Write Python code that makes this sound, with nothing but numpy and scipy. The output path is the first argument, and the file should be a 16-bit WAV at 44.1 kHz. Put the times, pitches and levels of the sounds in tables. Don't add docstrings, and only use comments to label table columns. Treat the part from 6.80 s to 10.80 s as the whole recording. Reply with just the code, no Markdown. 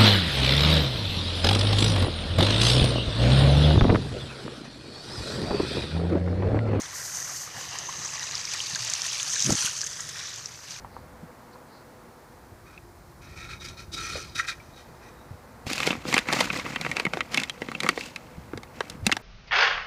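import sys
import numpy as np
from scipy import signal
from scipy.fft import rfft, irfft
from scipy.io import wavfile
from scipy.ndimage import map_coordinates

SR = 44100
rng = np.random.default_rng(int(sys.argv[2]) if len(sys.argv) > 2 else 0)


def master_out(mix):
    frames = np.transpose(np.atleast_2d(mix))
    ceiling = np.clip(frames, -1, 1)
    pcm = np.round(ceiling * 32767).astype(np.int16)
    wavfile.write(sys.argv[1], SR, pcm)


N = 176400

# (time [s], sizzle level [dB], patter level [dB], splatter level [dB])
SPRAY_LEVELS = [(0, -39, -43.5, -40.5), (0.1, -44.5, -47, -47.5), (0.16, -52, -52, -44.5),
                (0.26, -46, -58, -44), (0.36, -35.5, -50, -45), (0.6, -43, -50.5, -44.5),
                (0.7, -46, -50, -48), (0.8, -40, -45, -45.5), (0.97, -44.5, -44, -46.5),
                (1.1, -41, -43, -44), (1.23, -36.5, -44.5, -46.5), (1.35, -39, -42.5, -42.5),
                (1.5, -38, -40, -43), (1.68, -36.5, -40, -45), (1.745, -38.5, -35.5, -41.5),
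                (1.8, -38.5, -38, -46.5), (2.1, -36.5, -36, -42.5), (2.3, -36, -35.5, -46),
                (2.42, -35, -37.5, -41.5), (2.52, -27, -35, -41.5), (2.63, -29, -31.5, -44.5),
                (2.7, -31.5, -36.5, -41), (2.78, -28, -34, -41.5), (2.86, -30, -32.5, -40.5),
                (2.92, -33.5, -37.5, -45), (3.1, -37.5, -44.5, -44.5), (3.3, -42.5, -43.5, -48),
                (3.47, -42, -41, -48), (3.58, -39.5, -43, -48), (3.68, -48, -52.5, -52),
                (3.87, -53, -49, -53), (3.92, -39, -42.5, -50.5), (4.0, -50, -50, -49)]
# (time [s], level [dB])
FIZZ_LEVEL = [(0, -49), (.1, -56.5), (.35, -48.5), (.7, -61), (1.0, -58), (1.6, -58), (1.8, -52.5),
              (2.35, -48.5), (2.6, -46.5), (2.85, -39), (3.0, -52.5), (3.3, -53), (3.45, -60), (3.85, -70),
              (3.92, -52.5), (4, -65)]
# (frequency [Hz], gain [dB])
FIZZ_EQ = [(6500, -21), (8500, 6), (10000, 0.5), (12000, -7), (14000, -17)]
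SIZZLE_EQ = [(3500, -30), (4600, -30), (5400, -7), (6000, 1.5), (6450, 0), (7200, -6), (8000, -11),
             (9000, -20.5), (10800, -35.5), (14000, -47)]
PATTER_EQ = [(1500, -22.5), (2300, -4.5), (3000, -4.5), (4000, -1), (4900, 3), (5800, 0.5), (7500, -24.5)]
SPLATTER_EQ = [(200, -15.5), (400, -12), (700, -10), (1100, 0), (1500, 0.5), (1900, 3.5), (2400, -3.5),
               (3300, -10)]


def spray():
    sizzle_level, patter_level, splatter_level = faders(SPRAY_LEVELS)
    flurry_db = .9 * wander(50) + .9 * wander(170)

    sizzle = shower(4380, 9160, cycles=2.1, spread_db=5, ring_db=-2, mist_db=1.5, count=5000)
    sizzle = colour(sizzle, SIZZLE_EQ) * sizzle_level * undb(-1 + 1.2 * wander(60))

    fizz = shower(7680, 13200, cycles=5.2, spread_db=4, ring_db=-4, mist_db=6.5, count=1800)
    fizz = colour(fizz, FIZZ_EQ) * faders(FIZZ_LEVEL)[0] * undb(1.7 * wander(70))

    patter = shower(2260, 5450, cycles=1.8, spread_db=4, ring_db=-1, mist_db=5, count=3500)
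    patter = colour(patter, PATTER_EQ) * patter_level * undb(.5 + .83 * wander(50))

    splatter = shower(602, 2600, cycles=1.72, spread_db=3.5, ring_db=-3, mist_db=5, count=2400)
    splatter = colour(splatter, SPLATTER_EQ) * splatter_level * undb(1.03 * wander(25.02))
    return (sizzle + fizz + reflected(patter + splatter)) * undb(flurry_db)


def shower(low_hz, high_hz, cycles, spread_db, ring_db, mist_db, count):
    impacts, rings = np.zeros(N), np.zeros(N)
    for when, pitch, length, rank, polarity in rng.random((count, 5)):
        start = when * N / SR
        size = undb(-spread_db * np.log(rank + .045))
        hz = low_hz * (high_hz / low_hz) ** pitch
        add(rings, start, size * ping(hz, cycles * (.5 + length)))
        add(impacts, start, np.array([np.sign(polarity - .5) * size]))
    mist = rng.standard_normal(N)
    return unit(impacts) + undb(ring_db) * unit(rings) + undb(mist_db) * mist


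# (time [s], delay [ms], strength [0-1])
REFLECTION = [(0, 0.54, 0.12), (.65, 0.65, 0.06), (.75, 1.06, 0.14), (1.25, 1, 0.25), (1.6, 1.02, 0.14),
              (2.25, 1.12, 0.14), (2.55, 0.51, 0.17), (2.9, 0.72, 0.2), (3.1, 0.603, 0.34),
              (3.5, 0.53, 0.31), (3.7, 0.84, 0.1), (4, 0.73, 0)]


def reflected(direct):
    samples = np.arange(N)
    times, delays_ms, strengths = np.array(REFLECTION, float).T
    delay = np.interp(samples / SR, times, delays_ms) * SR / 1000
    strength = np.interp(samples / SR, times, strengths)
    bounce = map_coordinates(direct, [samples - delay], mode="mirror")
    return (direct + strength * bounce) / np.sqrt(1 + strength ** 2)


# (time [s], ring peak [dB], ring pitch [Hz])
FAT_DROPS = [(.019, -23, 6750), (.349, -23, 6100), (0.371, -20, 6050), (.402, -20.5, 6070),
             (.427, -22, 6200), (0.9871, -16.5, 6750), (1.158, -26, 6240), (1.3497, -24.5, 5630),
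             (1.395, -21.5, 5770), (1.5538, -16, 5300), (1.579, -23.5, 4550), (1.653, -18.5, 5470),
             (1.6745, -33, 6300), (1.735, -22, 5970), (1.8031, -19, 3050), (1.949, -17, 4460),
             (1.958, -14, 6470), (2.070, -24, 6040), (2.099, -16, 6050), (2.102, -18, 7100),
             (2.1368, -10, 6270), (2.1525, -16, 5960), (2.219, -13, 5830), (2.3305, -19, 5970),
             (2.399, -22.5, 3400), (2.43, -15, 6400), (2.502, -18, 6250), (2.535, -14.5, 6300),
             (2.604, -12, 5750), (2.624, -9.5, 6240), (2.645, -13, 6240), (2.6635, -11.5, 6150),
             (2.704, -10.5, 6400), (2.7225, -16.5, 6800), (2.754, -17, 6400), (2.858, -20, 3130),
             (3.009, -19, 5570), (3.0151, -12.5, 6020), (3.0414, -18.5, 6500), (3.065, -19, 6300),
             (3.2061, -18, 6650), (3.6583, -19.5, 5620), (3.908, -24, 6000)]
# (frequency [Hz], gain [dB])
CLICK_EQ = [(1500, -8), (4000, -2), (6200, 2), (8500, -9), (11000, -22), (14000, -34)]


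def fat_drops(click_db=-17, click_decay_s=.0007, splash_db=-15, splash_decay_s=.004):
    out, click_envelope = np.zeros(N), np.zeros(N)
    t = np.arange(SR // 20) / SR
    for start, db, hz in FAT_DROPS:
        splash = unit(bandpass(rng.standard_normal(len(t)), .75 * hz, 1.17 * hz))
        add(out, start, undb(db) * ping(hz, cycles=2))
        add(out, start, undb(db + splash_db) * splash * np.exp(-t / splash_decay_s))
        add(click_envelope, start, undb(db + click_db) * np.exp(-t / click_decay_s))
    return out + click_envelope * noise(CLICK_EQ)


# (time [s], level [dB])
CRACKS = [(1.737, -24.5), (2.048, -25.5), (2.084, -45), (2.265, -24.5), (2.705, -24), (2.724, -18.5),
          (2.852, -25), (2.861, -23), (3.015, -32), (3.0682, -26), (3.290, -28.5), (3.560, -33)]
# (frequency [Hz], gain [dB])
CRACK_EQ = [(2000, -4), (4500, 1), (6400, 13), (8500, -2), (11000, -9), (14000, -18)]


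def cracks(decay_s=.0044):
    envelope = np.zeros(N)
    t = np.arange(SR // 50) / SR
    for start, db in CRACKS:
        add(envelope, start, undb(db) * np.exp(-t / decay_s))
    return envelope * noise(CRACK_EQ)


# (time [s], peak [dB], bubble pitch [Hz])
PLOPS = [(1.088, -29, 980), (1.093, -31.5, 1070), (1.29, -34, 2570), (1.379, -33.5, 2000),
         (1.6755, -29.5, 2310), (1.959, -27, 1620), (2.254, -28.5, 1860), (2.5634, -27, 1660),
         (2.828, -30, 1460), (2.875, -29, 1490), (3.033, -29, 1620)]


def plops():
    out = np.zeros(N)
    for start, db, hz in PLOPS:
        add(out, start, undb(db) * ping(hz, cycles=2.36))
    return out


# (time [s], level [dB])
RUB_LEVEL = [(.11, -51), (.15, -36.5), (.22, -38.5), (.26, -34), (.30, -40), (.48, -40.5), (.58, -37.5),
             (.65, -39.5), (.70, -52), (.79, -41.5), (.92, -52)]
# (frequency [Hz], gain [dB])
RUB_EQ = [(3000, -14.5), (4500, 6), (6300, 13), (8200, 2.5), (10500, -4.5), (13000, -0.5), (14500, -7)]


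def finger_rub(waver_db=1.0):
    return noise(RUB_EQ) * faders(RUB_LEVEL)[0] * undb(waver_db * wander(43.7))


# (time [s], level [dB])
NARROW_HISS_LEVEL = [(.28, -53), (.36, -40), (.44, -42), (.52, -49), (.64, -43), (.72, -62), (.92, -52),
                     (1.0, -42), (1.2, -40.5), (1.27, -50), (1.45, -59)]
# (frequency [Hz], gain [dB])
NARROW_HISS_EQ = [(5300, -16), (5850, -4.5), (6250, 10), (6600, 1.5), (7300, -21)]


def narrow_hiss():
    return noise(NARROW_HISS_EQ) * faders(NARROW_HISS_LEVEL)[0]


# (time [s], level [dB])
HOLLOW_LEVEL = [(.68, -54.5), (.77, -44.5), (.88, -52.5), (.95, -42), (1.12, -50.5), (1.22, -52),
                (1.32, -68)]
# (centre [Hz], width [Hz], gain [dB])
HOLLOW_RESONANCES = [(405, 280, -6.5), (770, 115, -2.5), (1090, 280, -3.5), (1775, 79, 1), (1904, 190, -3),
                     (2930, 320, -1)]


def finger_hollow():
    wash = shower(505, 3300, cycles=1.5, spread_db=5, ring_db=-2, mist_db=5, count=3000)
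    out = np.zeros(N)
    for hz, width, db in HOLLOW_RESONANCES:
        out += undb(db) * bandpass(wash, hz - width / 2, hz + width / 2)
    return unit(out) * faders(HOLLOW_LEVEL)[0]


# (frequency [Hz], gain [dB])
RUMBLE_EQ = [(20, -26), (40, -16), (65, -6), (100, -2), (135, 0.5), (175, -6), (220, -16), (330, -12.5),
             (600, -11.5), (1500, -32.5)]
# (time [s], level [dB], half length [s], upper edge [Hz])
THUMPS = [(0.768, -46, 0.019, 197), (0.897, -44, 0.0068, 141), (1.193, -47, 0.0062, 222),
          (1.934, -40, 0.0077, 209), (2.657, -36.5, 0.011, 190), (2.68, -27.5, 0.014, 230),
          (2.698, -23, 0.005, 370), (2.707, -21.5, 0.0024, 480), (2.727, -22.5, 0.0088, 268),
          (2.746, -32, 0.0064, 290), (2.845, -37.5, 0.0041, 209)]


def rumble_and_thumps(rumble_db=-53, waver_db=.8, thump_low_hz=100):
    t = np.arange(N) / SR
    out = noise(RUMBLE_EQ) * undb(rumble_db + waver_db * wander(9.7))
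    for when, db, half_s, edge_hz in THUMPS:
        swell = np.exp(-.5 * ((t - when) / half_s) ** 2)
        thump = bandpass(rng.standard_normal(N), thump_low_hz, edge_hz) * swell
        makeup_gain = np.sqrt(np.sum(swell ** 2) / np.sum(thump ** 2))
        out += undb(db) * makeup_gain * thump
    return out


# (start [s], peak [dB], pitch [Hz], rise [s], pitch sag [Hz/s])
HUM = (1.995, -41, 120, 0.025, 59)


def hum():
    start, db, hz, rise, sag = HUM
    t = np.maximum(np.arange(N) / SR - start, 0)
    envelope = t / rise * np.exp(1 - t / rise)
    return undb(db) * envelope * np.sin(2 * np.pi * (hz * t - sag * t ** 2 / 2))


def ping(hz, cycles):
    turns = np.arange(int(8 * cycles * SR / hz) + 2) * hz / SR
    envelope = turns / cycles * np.exp(1 - turns / cycles)
    return envelope * np.sin(2 * np.pi * turns)


def colour(x, eq):
    hz, db = np.array(eq, float).T
    f = np.maximum(np.arange(N // 2 + 1) * SR / N, 1)
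    octaves_outside = np.maximum(np.log2(hz[0] / f), 0) + np.maximum(np.log2(f / hz[-1]), 0)
    gain_db = np.interp(np.log(f), np.log(hz), db) - 10 * octaves_outside
    cepstrum = irfft(np.log(undb(gain_db)), N)
    cepstrum[1:N // 2] *= 2
    cepstrum[N // 2 + 1:] = 0
    return unit(irfft(rfft(x) * np.exp(rfft(cepstrum)), N))


def noise(eq):
    return colour(rng.standard_normal(N), eq)


def bandpass(x, low_hz, high_hz):
    return signal.sosfilt(signal.butter(2, [low_hz, high_hz], "band", fs=SR, output="sos"), x)


def faders(table):
    times, *levels = np.array(table, float).T
    return [undb(np.interp(np.arange(N) / SR, times, db)) for db in levels]


def wander(rate_hz):
    points = rng.standard_normal(2000)
    return unit(np.interp(np.arange(N) / SR * rate_hz, np.arange(len(points)), points))


def add(out, start_s, sound):
    i = int(np.clip(start_s * SR, 0, N - 1))
    out[i:i + len(sound)] += sound[:N - i]


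def undb(db):
    return 10 ** (np.asarray(db) / 20)


def unit(x):
    return x / np.sqrt(np.mean(x ** 2) + 1e-18)


def scene():
    front = spray() + narrow_hiss() + finger_hollow() + fat_drops() + plops() + cracks() + finger_rub()
    return (front + rumble_and_thumps() + hum())[None]


def record(dry):
    return signal.sosfilt(signal.ellip(10, .2, 80, 14000, fs=SR, output="sos"), dry)


dry = scene()
out = record(dry)
master_out(out)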